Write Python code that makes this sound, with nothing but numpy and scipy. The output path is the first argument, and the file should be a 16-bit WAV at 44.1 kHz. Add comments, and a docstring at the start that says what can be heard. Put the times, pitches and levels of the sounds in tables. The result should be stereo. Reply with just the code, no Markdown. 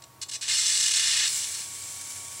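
"""Airlock foaming over

Close up in a quiet room, the airlock straight ahead of a stereo microphone. Fermentation gas forces
foam out through the cap: a few short spurts, then a sputtering gush of bursting films that rings the
cap and its cavity. It dies down to a thin hiss from a narrow gap. An appliance hums faintly behind."""
import sys
import numpy as np
from scipy import signal
from scipy.fft import rfft, irfft
from scipy.io import wavfile

SR = 44100
rng = np.random.default_rng(int(sys.argv[2]) if len(sys.argv) > 2 else 0)


def file_out(sig):
    """Save sig as 16-bit WAV at sys.argv[1]."""
    # one column per channel
    cols = np.atleast_2d(sig).T
    # limit, then scale
    lim = np.clip(cols, -1, 1)
    pcm = np.round(lim * 32767).astype(np.int16)
    wavfile.write(sys.argv[1], SR, pcm)


N = 105840
T = np.arange(N) / SR
FFT_SIZE = 2 ** 17
HZ = np.maximum(np.fft.rfftfreq(FFT_SIZE, 1 / SR), 1)

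# room tone spectrum (frequency [Hz], relative level [dB])
ROOM_TONE_COLOUR = [(20, -12), (45, -17), (65, -3), (90, 9), (130, 1.5), (180, -0.5), (350, -2.5),
                    (700, -1.5), (1100, -4), (1500, -6.5), (3000, -11), (8000, -12.5), (15500, -13.5)]
# stereo width of the room tone (frequency [Hz], side minus mid [dB])
ROOM_TONE_WIDTH = [(30, -10), (90, -31), (180, -12.5), (300, -3.5), (700, 0), (1500, 1), (3000, 1),
                   (6000, -16), (10000, -7), (15000, -28)]
# appliance tones (frequency [Hz], start level [dB], end level [dB], phase wander [rad])
HUM_TONES = [(94, -69, -61, .8), (126, -64, -68, .7), (280, -78, -77, .6), (326, -73, -77, .6),
             (356, -76, -77, .6), (652, -74, -75, .6), (932.5, -66, -61.5, .3), (1120, -64, -57.5, .3)]
# stereo width of the reverberation (frequency [Hz], side minus mid [dB])
REVERB_WIDTH = [(1700, -17), (2400, -5.5), (4500, -7), (6000, -21), (8000, -47.5), (10000, 3.5), (15000, 3)]

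# hiss of the narrow gap (time [s], level [dB])
HISS_LEVEL = [(.5, -65.5), (1.2, -50), (1.29, -32), (1.37, -28.5), (1.42, -35), (1.6, -36), (1.67, -39),
              (1.8, -38.5), (1.92, -37.5), (2.0, -39), (2.14, -38.5), (2.24, -40), (2.4, -39)]
# brief flares of the hiss (start [s], length [s], level [dB])
HISS_FLARES = [(1.485, 0.0043, -33), (1.748, 0.0045, -42), (2.010, 0.0088, -37), (2.102, 0.01, -36),
               (2.157, .010, -38.5), (2.312, 0.019, -42)]
# broad spectrum of the hiss (frequency [Hz], relative level [dB])
HISS_COLOUR = [(300, -32), (600, -34), (1500, -12.5), (4000, -7.5), (6000, -5.5), (8000, 1), (11000, -9),
               (13500, -20.5), (15500, -15)]
# cap and cavity resonances and dips in the hiss (frequency [Hz], width [Hz], lift [dB])
HISS_RESONANCES = [(2327, 140, 9.5), (2580, 110, -7.5), (4970, 110, 3.5), (5100, 110, -4), (5530, 260, 5.5),
                   (6220, 230, 6), (6851, 56, 0), (7320, 190, 7), (7720, 92, 5), (8280, 130, 4.5),
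                   (9350, 74, 9.5), (10747, 68, 7)]

# steady gas flow through the foam (time [s], level [dB])
GAS_FLOW = [(.405, -75), (.425, -35), (.476, -35.5), (.482, -26.5), (.59, -23.3), (.645, -25), (.69, -23.5),
            (.76, -23), (.79, -25.5), (.95, -27), (1.0, -24.5), (1.2, -24.5), (1.275, -31), (1.288, -31),
            (1.44, -32), (1.475, -37.5), (1.61, -39.5), (1.66, -48), (2.4, -62)]
# spurts of gas, alone or on top of the flow (start [s], length [s], level [dB])
GAS_SPURTS = [(.020, .003, -42.5), (.037, 0.0039, -42.5), (.2142, .021, -30), (.284, 0.0092, -39),
              (.291, 0.0086, -33.5), (.311, 0.029, -35), (.334, 0.03, -31.5), (.410, 0.032, -33.5),
              (.524, 0.018, -45), (.657, 0.014, -28), (.770, 0.01, -25), (.799, 0.014, -23),
              (.825, 0.02, -23.5), (.856, 0.012, -22), (.873, 0.02, -23), (.907, 0.014, -23),
              (.934, 0.017, -23.5), (.957, 0.02, -23.5), (.995, 0.0083, -23.5), (1.070, 0.014, -26),
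              (1.165, 0.021, -32), (1.231, 0.042, -28.5), (1.275, .006, -26), (1.433, .014, -33),
              (1.540, 0.014, -34.5), (1.600, 0.02, -39.5)]
# lift of the gush's low, wet part (time [s], gain [dB])
FOAM_WETNESS = [(.02, 3), (.22, -3.5), (.4, -0.5), (.49, 4.5), (.58, -1), (.8, -2), (.9, -1.5), (1.0, 2),
                (1.15, 4), (1.26, 6.5), (1.31, -7), (1.6, 1)]
# broad spectrum of the gush (frequency [Hz], relative level [dB])
FOAM_COLOUR = [(250, -40.5), (600, -32.5), (1100, -20.5), (1450, -16.5), (1750, -9), (3800, -0.5),
               (6500, 1), (8200, 0), (11000, -16), (13500, -32), (15500, -27)]
# cap and cavity resonances and dips in the gush (frequency [Hz], width [Hz], lift [dB])
FOAM_RESONANCES = [(1750, 300, 4.5), (2140, 73, 6.5), (2260, 128, -11), (2480, 165, 6), (2653, 100, -9.5),
                   (2900, 160, 8), (3125, 182, -9), (3430, 120, 3), (4024, 56, 3.5), (4320, 180, 5.5),
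                   (4470, 102, -6), (5130, 104, -9.5), (5338, 215, 8), (5560, 130, -5.5), (6152, 76, 8.5),
                   (6460, 170, -6.5), (7010, 120, -10), (7260, 160, 6), (7771, 103, 7), (7970, 108, 4),
                   (9300, 76, 6)]


def from_db(db):
    """Decibels to gain."""
    return 10 ** (np.asarray(db) / 20)


def unit_rms(x):
    """Scale to unit power."""
    return x / np.sqrt(np.mean(x ** 2) + 1e-20)


def envelope(rows):
    """Gain at every sample from (time [s], level [dB]) rows."""
    return from_db(np.interp(T, *np.transpose(rows)))


def spectrum(rows):
    """Gain at every frequency from (frequency [Hz], level [dB]) rows."""
    hz, db = np.transpose(rows)
    return from_db(np.interp(np.log(HZ), np.log(hz), db))


def filtered(x, response):
    """Apply a frequency response."""
    return irfft(rfft(x, FFT_SIZE) * response, FFT_SIZE)[..., :N]


def drift(rate_hz):
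    """Smooth random motion of unit power, mostly slower than rate_hz."""
    return unit_rms(filtered(rng.standard_normal(FFT_SIZE), 1 / (1 + (HZ / rate_hz) ** 2)))


def room_tone(level_db=-54.5, swell_db=3):
    """Soft noise all around the microphone, slowly growing; returns mid and side."""
    colour = from_db(level_db) * unit_rms(spectrum(ROOM_TONE_COLOUR))
    swell = from_db(swell_db * np.linspace(-.5, .5, N))
    mid = filtered(rng.standard_normal(N), colour)
    side = filtered(rng.standard_normal(N), colour * spectrum(ROOM_TONE_WIDTH))
    return swell * mid, swell * side


def appliance_hum(waver_db=0.86):
    """Faint tones from behind the airlock, each wavering in level and phase."""
    hum = np.zeros(N)
    for hz, start_db, end_db, wander in HUM_TONES:
        level = from_db(np.linspace(start_db, end_db, N) + waver_db * drift(rate_hz=6.4))
        phase = 2 * np.pi * hz * T + wander * drift(rate_hz=3.5)
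        hum += np.sqrt(2) * level * np.sin(phase)
    return hum


def reflections(x, decay_s, delay_s):
    """Diffuse echoes of x that reach the microphone after a delay and die away; unit power gain."""
    response = rng.standard_normal(N) * np.exp(-T / decay_s) * (T > delay_s)
    return signal.fftconvolve(x, response / np.sqrt(np.sum(response ** 2)))[:N]


def room_reverb(x, t60_s=0.18, level_db=-12):
    """The room's short, faint reverberation; returns mid and side."""
    decay_s = t60_s / np.log(1000)
    mid, side = (from_db(level_db) * reflections(x, decay_s, delay_s=0.0079) for _ in range(2))
    return mid, filtered(side, spectrum(REVERB_WIDTH))


def cap_response(colour, resonances):
    """The cap and its cavity ring: resonances and dips on a broad colour, at unit power."""
    lift_db = sum(db / (1 + (2 * (HZ - hz) / width) ** 2) for hz, width, db in resonances)
    gain = unit_rms(spectrum(colour) * from_db(lift_db))
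    # minimum phase, so the ringing follows each pop
    cepstrum = irfft(np.log(gain))
    causal_window = 1 + np.sign(np.fft.fftfreq(FFT_SIZE))
    return np.exp(rfft(cepstrum * causal_window))


def gas_drive(steady, puffs, attack_s=0.0022, release_s=0.003):
    """Amplitude of escaping gas: a steady flow plus puffs that open fast, hold and close."""
    power = envelope(steady) ** 2
    for start, length, db in puffs:
        opening = np.clip((T - start) / attack_s, 0, 1)
        closing = np.exp(-np.maximum(T - start - length, 0) / release_s)
        power += (from_db(db) * opening * closing) ** 2
    return np.sqrt(power)


def bursting_foam(pops_per_s, size_spread_db, jet_db, flutter_db, flutter_hz):
    """Films burst as dense, uneven clicks over jet noise, both fluttering together; unit power."""
    sizes = from_db(size_spread_db * np.minimum(rng.exponential(1, N), 3))
    signs = rng.choice([-1, 1], N)
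    bursts = rng.random(N) < pops_per_s / SR
    pops = unit_rms(sizes * signs * bursts)
    jet = from_db(jet_db) * rng.standard_normal(N)
    flutter = from_db(flutter_db * drift(flutter_hz))
    return unit_rms((pops + jet) * flutter)


def gap_hiss():
    """The last pressure escapes through a narrow gap as a thin, finely crackling hiss."""
    fizz = bursting_foam(pops_per_s=3300, size_spread_db=-1.5, jet_db=5, flutter_db=0.47, flutter_hz=56)
    drive = gas_drive(HISS_LEVEL, HISS_FLARES)
    return filtered(drive * fizz, cap_response(HISS_COLOUR, HISS_RESONANCES))


def foam_gush(wet_below_hz=3800):
    """Spurts and steady flow tear the foam and ring the cap; wetter foam sounds lower."""
    foam = bursting_foam(pops_per_s=9000, size_spread_db=3, jet_db=-4.5, flutter_db=0.7, flutter_hz=260)
    drive = gas_drive(GAS_FLOW, GAS_SPURTS)
    gush = filtered(drive * foam, cap_response(FOAM_COLOUR, FOAM_RESONANCES))
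    wet_part = filtered(gush, 1 / (1 + (HZ / wet_below_hz) ** 6))
    return gush + wet_part * (envelope(FOAM_WETNESS) - 1)


def scene():
    """The airlock close and centred, the hum behind it, the room spread left and right."""
    direct = foam_gush() + gap_hiss()
    scatter_gain = from_db(-9.5)  # off the surfaces close by
    scatter = scatter_gain * reflections(direct, decay_s=0.0051, delay_s=0.0014)
    airlock = (direct + scatter) / np.hypot(1, scatter_gain)
    reverb_mid, reverb_side = room_reverb(airlock)
    tone_mid, tone_side = room_tone()
    mid = tone_mid + appliance_hum() + reverb_mid + airlock
    side = tone_side + reverb_side
    return np.array([mid + side, mid - side])


def record(dry, cutoff_hz=15800):
    """The microphone signal, with the highest treble cut steeply."""
    return filtered(dry, 1 / np.sqrt(1 + (HZ / cutoff_hz) ** 300))


dry = scene()
out = record(dry)
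file_out(out)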